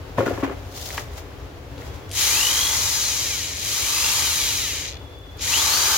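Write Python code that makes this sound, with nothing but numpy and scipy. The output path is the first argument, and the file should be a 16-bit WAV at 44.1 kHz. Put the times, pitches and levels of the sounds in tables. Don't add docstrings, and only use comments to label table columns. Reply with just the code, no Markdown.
import sys
import numpy as np
from scipy import signal
from scipy.fft import rfft, irfft, next_fast_len
from scipy.io import wavfile
from scipy.ndimage import uniform_filter1d

SR = 44100
rng = np.random.default_rng(int(sys.argv[2]) if len(sys.argv) > 2 else 0)


def to_wav(s):
    ch = np.atleast_2d(s).T
    pcm = np.round(np.clip(ch, -1, 1) * 32767)
    wavfile.write(sys.argv[1], SR, pcm.astype(np.int16))


def boost(x):
    u = np.asarray(x, float) / 20
    return 10 ** u


N = 263277
NOW_S = np.arange(N) / SR
SIZE = next_fast_len(N, True)
HZ = np.maximum(np.arange(SIZE // 2 + 1) * SR / SIZE, 1)

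# squeeze_s, let_go_s, free_running_tooth_hz, spin_up_s
PULLS = [
    (2.004, 2.834, 2247, .213),
    (3.537, 4.228, 1799, .158),
    (5.318, 6.5, 3281, .182),
]
# time_s, level_db
LOUDNESS = [
    [(2.1, -60), (2.13, -41), (2.17, -28), (2.21, -24.5), (2.9, -29), (3.3, -32), (3.53, -36), (3.69, -30),
     (4.12, -26), (4.52, -29), (4.88, -34.5), (4.98, -48), (5.0, -56)],
    [(5.35, -72), (5.418, -32), (5.55, -25), (5.97, -24.5)],
]
# freq_hz, share_0_to_1
NEAR_LIKENESS = [(500, 0.25), (1500, 0.11), (3000, 0.091), (6000, 0.096), (9000, 0.23), (14000, 0.11)]
# freq_hz, left_minus_right_db
NEAR_BALANCE = [(60, 2.5), (180, 3.0), (550, 1.8), (1650, 1.9), (4970, 2.6), (15000, 2.7)]
PLANET, FAN, TEETH_PER_TURN = 1.577, 4.5, 8


def rms_one(x):
    return x / np.sqrt(np.mean(x ** 2) + 1e-20)


def at_hz(points):
    hz, value = np.transpose(points)
    return np.interp(np.log(HZ), np.log(hz), value)


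def resonance_db(at, peaks):
    return sum(db / (1 + (2 * (at - hz) / width) ** 2) for hz, width, db in peaks)


def colour(x, gain):
    return irfft(rfft(x, SIZE) * gain, SIZE)[..., :N]


def drift(rate_hz):
    r = np.exp(-2 * np.pi * rate_hz / SR)
    return rms_one(signal.lfilter([1], [1, -2 * r, r * r], rng.standard_normal(N + 9000))[9000:])


def ring(clicks, hz, t60_s):
    r, w = boost(-60 / (t60_s * SR)), 2 * np.pi * hz / SR
    return signal.lfilter([0, np.sin(w)], [1, -2 * r * np.cos(w), r * r], clicks + 1e-18)


def two_ports(shared, own, likeness, balance, lag):
    alike = np.clip(at_hz(likeness), 0, 1)
    late = np.exp(-1j * np.pi * HZ / SR * lag * np.array([[1], [-1]]))
    both = colour(shared, np.sqrt(alike) * late) + colour(own, np.sqrt(1 - alike))
    return colour(both, boost(at_hz(balance) * [[.5], [-.5]]))


def loudness_db():
    rows = []
    for table in LOUDNESS:
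        rows += [(table[0][0] - .01, -110), *table, (table[-1][0] + .02, -110)]
    return np.interp(NOW_S, *np.transpose(rows))


def ducking():
    recovery_s = 1
    r = np.exp(-1 / (recovery_s * SR))
    return signal.lfilter([1 - r], [1, -r], np.clip(loudness_db() / 15 + 3, 0, 1))


def background():
    # freq_hz, level_db_per_hz
    workshop = [(25, -38), (45, -1.5), (75, 4.5), (120, -3.5), (190, -19), (280, -13), (500, -14),
                (1000, -19.5), (2000, -25), (3200, -28), (7000, -36.5), (8200, -44.5), (13000, -41),
                (15500, -41)]
    # freq_hz, width_hz, lift_db
    drones = [(72, 90, -1.5), (282.3, 20.5, 16.5), (405, 20, 11.5), (485, 15, 15), (567, 35, 7.5)]
    # freq_hz, share_0_to_1
    far_likeness = [(60, 0.92), (200, 0.99), (600, 0.53), (1600, 0.057), (5000, 0.079)]
    # freq_hz, left_minus_right_db
    far_balance = [(60, 2), (180, 3.9), (550, 2), (1650, 2.2), (4970, 1.5), (15000, -0.69)]
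    level_db, ducking_db = -36, 2
    white = rng.standard_normal((3, N)) * boost(0.81 * drift(6))
    pair = two_ports(white[0], white[1:], far_likeness, far_balance, lag=0.3)
    shape = boost(at_hz(workshop) + 0.45 * resonance_db(HZ, drones))
    return boost(level_db - ducking_db * ducking()) * rms_one(colour(pair, shape))


def knocks():
    # start_s, peak_db, brightness_db
    blows = [(0.182, -4, -18), (0.202, -8, -14.5), (0.226, -14, -21), (0.263, -12, -12.5),
             (0.277, -12, -2.5), (0.306, -12.5, -20), (0.317, -16.5, -25), (0.33, -22, -19),
             (0.375, -18.5, -21), (0.396, -24, -11), (0.4255, -10, -17.5), (0.445, -23, 9),
             (0.472, -21.5, -28), (0.496, -19, -12), (0.514, -35, -16)]
    # freq_hz, level_db, t60_s
    table_top = [(113, -9.5, 0.15), (274.7, -4, 0.12), (334, -5, 0.11), (398, -5, 0.11), (481, -9, 0.12),
                 (546, -4, 0.071), (705, -9.5, 0.031), (916, -5, 0.03), (1118, -0.5, 0.031),
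                 (1394, -6, 0.025), (1730, -11, 0.026), (2100, -17, 0.022), (2520, -21, .015)]
    out, t = np.zeros(N), np.arange(600) / SR
    for start_s, peak_db, bright_db in blows:
        blow = np.zeros(6000)
        blow[:600] = .16 * rng.standard_normal(600) * np.exp(-t / .006)
        blow[0] = 1
        sound = 0
        for k, (hz, level_db, t60_s) in enumerate(table_top):
            mode_db = level_db + rng.normal(0, 2.5) + (bright_db + 9.5) * (hz > 800)
            sound = sound + boost(mode_db) * (-1) ** k * ring(blow, hz, t60_s)
        out[round(start_s * SR):][:6000] += boost(peak_db - 2.5) * sound / abs(sound).max()
    return out


def room(x, t60_s):
    tail = rng.standard_normal((2, N)) * boost(-60 * np.minimum(NOW_S / t60_s, 3)) * (NOW_S > .004)
    tail /= np.sqrt(np.sum(tail ** 2, axis=1, keepdims=True))
    return irfft(rfft(x, 2 * SIZE) * rfft(tail, 2 * SIZE))[:, :N]


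def rubbing():
    # loudest_s, swell_s, fade_s, level_db, low_part_rel_db
    strokes = [(.186, 0.0079, 0.056, -40, 13), (.264, 0.0044, 0.041, -39.5, 7.5),
               (.412, 0.068, 0.026, -46.5, 9), (.435, 0.0039, .05, -51, 21), (.525, 0.049, .015, -56, 17.5),
               (.762, 0.018, .08, -41, -14), (.815, 0.022, 0.035, -38.5, -16),
               (.862, 0.031, 0.015, -39, -31), (.994, 0.14, 0.031, -33.5, -4.5),
               (1.19, 0.036, 0.021, -39.5, -1), (1.79, 0.012, .2, -53, 7), (1.87, 0.058, 0.025, -52, -1.5),
               (1.945, 0.017, 0.045, -55, 1)]
    # freq_hz, level_db_per_hz
    paper_spectrum = [(700, 18.5), (1100, 7), (2100, 2), (3000, -3), (4400, -9.5), (7000, -10.5),
                      (8200, -19.5), (13000, -18.5), (15500, -17.5)]
    high_gain, low_gain = 0, 0
    for loudest_s, swell_s, fade_s, db, low_db in strokes:
        after_s = NOW_S - loudest_s
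        stroke = boost(db) * np.exp(-np.where(after_s < 0, -after_s / swell_s, after_s / fade_s))
        high_gain = high_gain + stroke
        low_gain = low_gain + boost(low_db) * stroke
    grains = rng.standard_normal((3, N)) * boost(1.9 * drift(720) + 1.5 * drift(40))
    pair = two_ports(grains[0], grains[1:], NEAR_LIKENESS, NEAR_BALANCE, lag=3.2)
    low = 1 / (1 + (HZ / 3500) ** 6)
    paper = boost(at_hz(paper_spectrum)) / (1 + (700 / HZ) ** 4)
    high_part = high_gain * rms_one(colour(pair, paper * (1 - low)))
    return high_part + low_gain * rms_one(colour(pair, paper * low))


def ticks():
    # start_s, peak_db, centre_hz, t60_s
    snaps = [(0.261, -24, 1500, 0.017), (0.8594, -29, 4520, 0.015), (0.9038, -25.5, 1940, 0.018),
             (0.9782, -15.5, 1840, 0.044), (0.9786, -24, 900, 0.033), (0.979, -28, 4400, .03),
             (1.171, -35, 7010, 0.015), (1.779, -33, 3780, 0.021), (1.8208, -34, 2060, 0.011),
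             (1.8654, -41, 1730, 0.015), (5.3936, -28, 3850, 0.023)]
    # start_s, peak_db, centre_hz, t60_s
    creaks = [
        (5.1876, -47, 12800, 0.02),
        (5.3717, -39, 12700, 0.018),
    ]
    out, t = np.zeros(N), np.arange(3000) / SR
    for start_s, peak_db, hz, t60_s in [*snaps, *creaks]:
        snap = rng.standard_normal(3000) * boost(-60 * t / t60_s)
        snap = 0.094 * snap + ring(snap, hz, 10.6 / hz)
        out[round(start_s * SR):][:3000] += boost(peak_db) * snap / abs(snap).max()
    return out


def squeal():
    # start_s, end_s, pitch_hz
    squeals = [
        (1.72, 2.12, 3340),
        (4.9, 5.38, 3455),
    ]
    squeal_levels = [-58.5, -49]
    out = 0
    waver_hz, flutter = 19.7 * drift(18), boost(2.8 * drift(30))
    companion = 0.065 * rms_one(ring(rng.standard_normal(N), 4700, .08))
    for (start_s, end_s, hz), db in zip(squeals, squeal_levels):
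        tone = np.sin(2 * np.pi * np.cumsum(hz + waver_hz) / SR) + companion
        fade = np.clip(np.minimum(NOW_S - start_s, end_s - NOW_S) / .02, 0, 1)
        out = out + boost(db) * flutter * tone * fade
    return out


def speed():
    step_s, squeeze_s, let_go_s = .002, .152, .118
    friction_hz_per_s, drag_per_s = 1624, .603
    now, rate, rates = np.arange(0, N / SR + step_s, step_s), 0, []
    press, release, top_hz, lag_s = np.transpose(PULLS)[:, :, None]
    trigger = np.clip(np.minimum((now - press) / squeeze_s, (release - now) / let_go_s), 0, 1)
    drive, hold = (trigger * top_hz / lag_s).sum(0), (trigger / lag_s).sum(0)
    for push, held, free in zip(drive, hold, 1 - trigger.sum(0)):
        braking = free * (friction_hz_per_s + drag_per_s * rate)
        rate = max(0, rate + step_s * (push - held * rate - braking))
        rates.append(rate)
    return np.interp(NOW_S, now, rates)


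def with_speed(tooth_hz, db, knee_hz, steepness):
    return db - 10 * np.log10(1 + (knee_hz / (tooth_hz + 60)) ** steepness)


def tooth_contacts(teeth, tooth_hz, ripple):
    contact = np.exp(1.2 / (1 + (tooth_hz / 450) ** 2) * np.cos(teeth))
    wobble = 1 + 0.086 * np.cos(teeth / TEETH_PER_TURN)
    gate = contact * wobble * (1 + 0.052 * ripple) * boost(0.89 * drift(1100) + 0.28 * drift(49))
    return rng.standard_normal((3, N)) * gate / np.sqrt(uniform_filter1d(gate ** 2, size=2000))


def shell_ringing(rattle, tooth_hz):
    # freq_hz, level_db, t60_s
    shell = [(925, -16, .04), (1240, -15, .03), (2050, -18, .03), (2500, -17, .03), (2900, -16, .04),
             (3210, -16, .025), (3850, -17, .03), (4310, -18, .03), (4900, -16, .025), (5170, -18, .03),
             (5750, -17, .025), (6250, -15, .02), (6800, -16, .02), (7100, -18, .02)]
    grip = {2050: (2.7, .3, 7), 3210: (2.25, .12, 5), 3850: (4.6, .3, 5), 5170: (3.95, .35, 6),
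            6250: (3.3, .3, 4), 6800: (5.5, .15, 5)}
    out = boost(-3) * (tooth_hz / 3100) ** 4 * rms_one(ring(rattle, 1660, 0.0059))
    for hz, level_db, t60_s in shell:
        centre_s, half_s, freed_db = grip.get(hz, (0, 1, 0))
        level_db = level_db + freed_db * np.exp(-((NOW_S - centre_s) / half_s) ** 2)
        out += boost(level_db + 2 + 2 * drift(3)) * rms_one(ring(rattle, hz, t60_s))
    return out


def tooth_lines(teeth, tooth_hz, driven):
    # multiple_of_tooth_rate, driven_db, coasting_db
    lines = [(.5, -30, -30), (1, -26, -21), (1.5, -32, -22), (2, -19, -16), (2.5, -24, -18), (3, -17, -13),
             (3.5, -30, -19), (4, -21, -15), (4.5, -27, -18), (5, -22, -15), (5.5, -30, -20), (6, -26, -17),
             (7, -29, -18), (8, -31, -19), (9, -33, -21), (10, -35, -22)]
    # freq_hz, width_hz, lift_db
    line_peaks = [(2950, 450, 4), (3850, 500, 4), (5700, 1200, 2.5)]
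    out = 0
    for multiple, driven_db, coasting_db in lines:
        level_db = coasting_db + driven * (driven_db - coasting_db) + 2.6 * drift(16)
        level_db += resonance_db(multiple * tooth_hz, line_peaks)
        level_db -= (1 - driven) * tooth_hz * (1 + multiple / 2) / 560
        line = np.sin(multiple * teeth + rng.uniform(0, 2 * np.pi))
        out = out + boost(level_db + 12.5 - 4 * driven) * line
    return out


def housing(force, tooth_hz, driven, pull):
    # freq_hz, level_db_per_hz
    housing_spectrum = [(500, -12), (700, -16), (930, -6), (1250, -7), (1650, -7.5), (2300, -4.5),
                        (3000, -4), (3800, -1), (5300, -3.5), (6400, 0.5), (7200, -2.5), (7900, -10),
                        (12000, -10), (15500, -15.5)]
    band_edges = [1700, 4700, 7600]
    pull_hiss = [0.5, 0, -1.5]
    coast_brush = [2.0, -1.0, 0]
    echo, echo_spacing_hz = 0.26, 900
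    brushes_driven_db, brushes_coasting_db = 0.5, 1
    pair = two_ports(force[0], force[1:], NEAR_LIKENESS, NEAR_BALANCE, lag=1.92)
    body = boost(at_hz(housing_spectrum)) / (1 + (450 / HZ) ** 4)
    echo_band = 1 / (1 + (HZ / 7000) ** 4) / (1 + (2200 / HZ) ** 6)
    body = body * (1 - echo * np.exp(-2j * np.pi * HZ / echo_spacing_hz) * echo_band)
    below = [0] + [1 / (1 + (HZ / edge) ** 10) for edge in band_edges] + [1]
    air = with_speed(tooth_hz, db=-6, knee_hz=1490, steepness=2.8)
    brush_db = brushes_coasting_db + driven * (brushes_driven_db - brushes_coasting_db)
    brushes = with_speed(tooth_hz, brush_db, knee_hz=208, steepness=4.5)
    brushes += (1 - driven) * np.take(coast_brush, pull)
    hiss = with_speed(tooth_hz, db=0.62, knee_hz=540, steepness=3.6)
    hiss += uniform_filter1d(driven, size=20000) * np.take(pull_hiss, pull)
    gear_db, out = loudness_db(), 0
    for low, high, rel_db in zip(below, below[1:], (air, 0, brushes, hiss)):
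        out = out + boost(gear_db + rel_db) * rms_one(colour(pair, body * (high - low)))
    return out


def whines(teeth, tooth_hz, driven, ripple, pull):
    pull_whine = [-32, -34.5, -28.5]
    # freq_hz, level_db
    whine_path = [(1500, -24.5), (2250, -11), (2600, -7), (2850, 2), (3350, -4.5), (3900, -13), (4400, -1),
                  (5000, -11)]
    planet_db = np.take(pull_whine, pull) + np.interp(PLANET * tooth_hz, *np.transpose(whine_path))
    planet = PLANET * teeth + .9 * drift(60)
    load = uniform_filter1d(driven, size=5000) ** 0.88 * (1 + 0.95 * ripple)
    whine = load * boost(planet_db + 7.5 + 2 * drift(47)) * (np.sin(planet) + 0.14 * np.sin(2 * planet))
    whine += boost(-33) * np.sin(FAN * teeth) * np.clip(tooth_hz / 300 - 8.3, 0, 1)
    whine += boost(-43) * (tooth_hz / 3100) ** 3 * np.sin(teeth / TEETH_PER_TURN)
    return whine * boost(loudness_db().clip(-110, -40) + 39.0) * boost([[1.2], [-1.2]])


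def drill():
    mains_hz = 50.2
    tooth_hz = speed()
    pull = np.clip(np.searchsorted(np.transpose(PULLS)[0], NOW_S) - 1, 0, None)
    driven = uniform_filter1d((np.gradient(tooth_hz) > 0) * 1., size=1500)
    current = np.exp(1.5 * np.cos(2 * np.pi * mains_hz * NOW_S - .6)) / 1.65 - 1
    ripple = driven * current * np.where(NOW_S < 5.2, 1, .4)
    teeth = 2 * np.pi * np.cumsum(tooth_hz * (1 + .003 * drift(25) + .006 * ripple)) / SR
    force = tooth_contacts(teeth, tooth_hz, ripple)
    force[0] += shell_ringing(force[0], tooth_hz) + tooth_lines(teeth, tooth_hz, driven)
    return housing(force, tooth_hz, driven, pull) + whines(teeth, tooth_hz, driven, ripple, pull)


def take_up():
    # start_s, peak_db
    play = [
        (2.0932, -36),
        (2.1045, -37),
        (2.1142, -24),
        (2.12, -26),
        (2.126, -28),
        (2.132, -25),
        (2.139, -25),
        (2.143, -26),
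        (2.153, -22),
    ]
    out, t = np.zeros(N), np.arange(500) / SR
    for start_s, peak_db in play:
        snap = rng.standard_normal(500) * boost(-60 * t / .014)
        out[round(start_s * SR):][:500] += boost(peak_db - 3) * snap / np.std(snap[:60])
    band = 1 / (1 + (HZ / 12500) ** 8) / (1 + (1500 / HZ) ** 4)
    return colour(out, band) * boost([[1], [-1]])


def scene():
    blows = knocks() * boost([[1.8], [-1.8]]) + ticks() * boost([[1.1], [-1.1]])
    far = squeal()
    tail = boost(-9.5) * room(blows.mean(0) + 3.0 * far, t60_s=0.39)
    return background() + blows + rubbing() + tail + 0.53 * far + drill() + take_up()


def low_pass(x):
    return signal.sosfilt(signal.butter(12, 17070, fs=SR, output="sos"), x)


def record(dry):
    cutoff_hz = 15950
    mix = colour(dry, 1 / (1 + (HZ / cutoff_hz) ** 400))
    return low_pass(mix)


dry = scene()
out = record(dry)
to_wav(out)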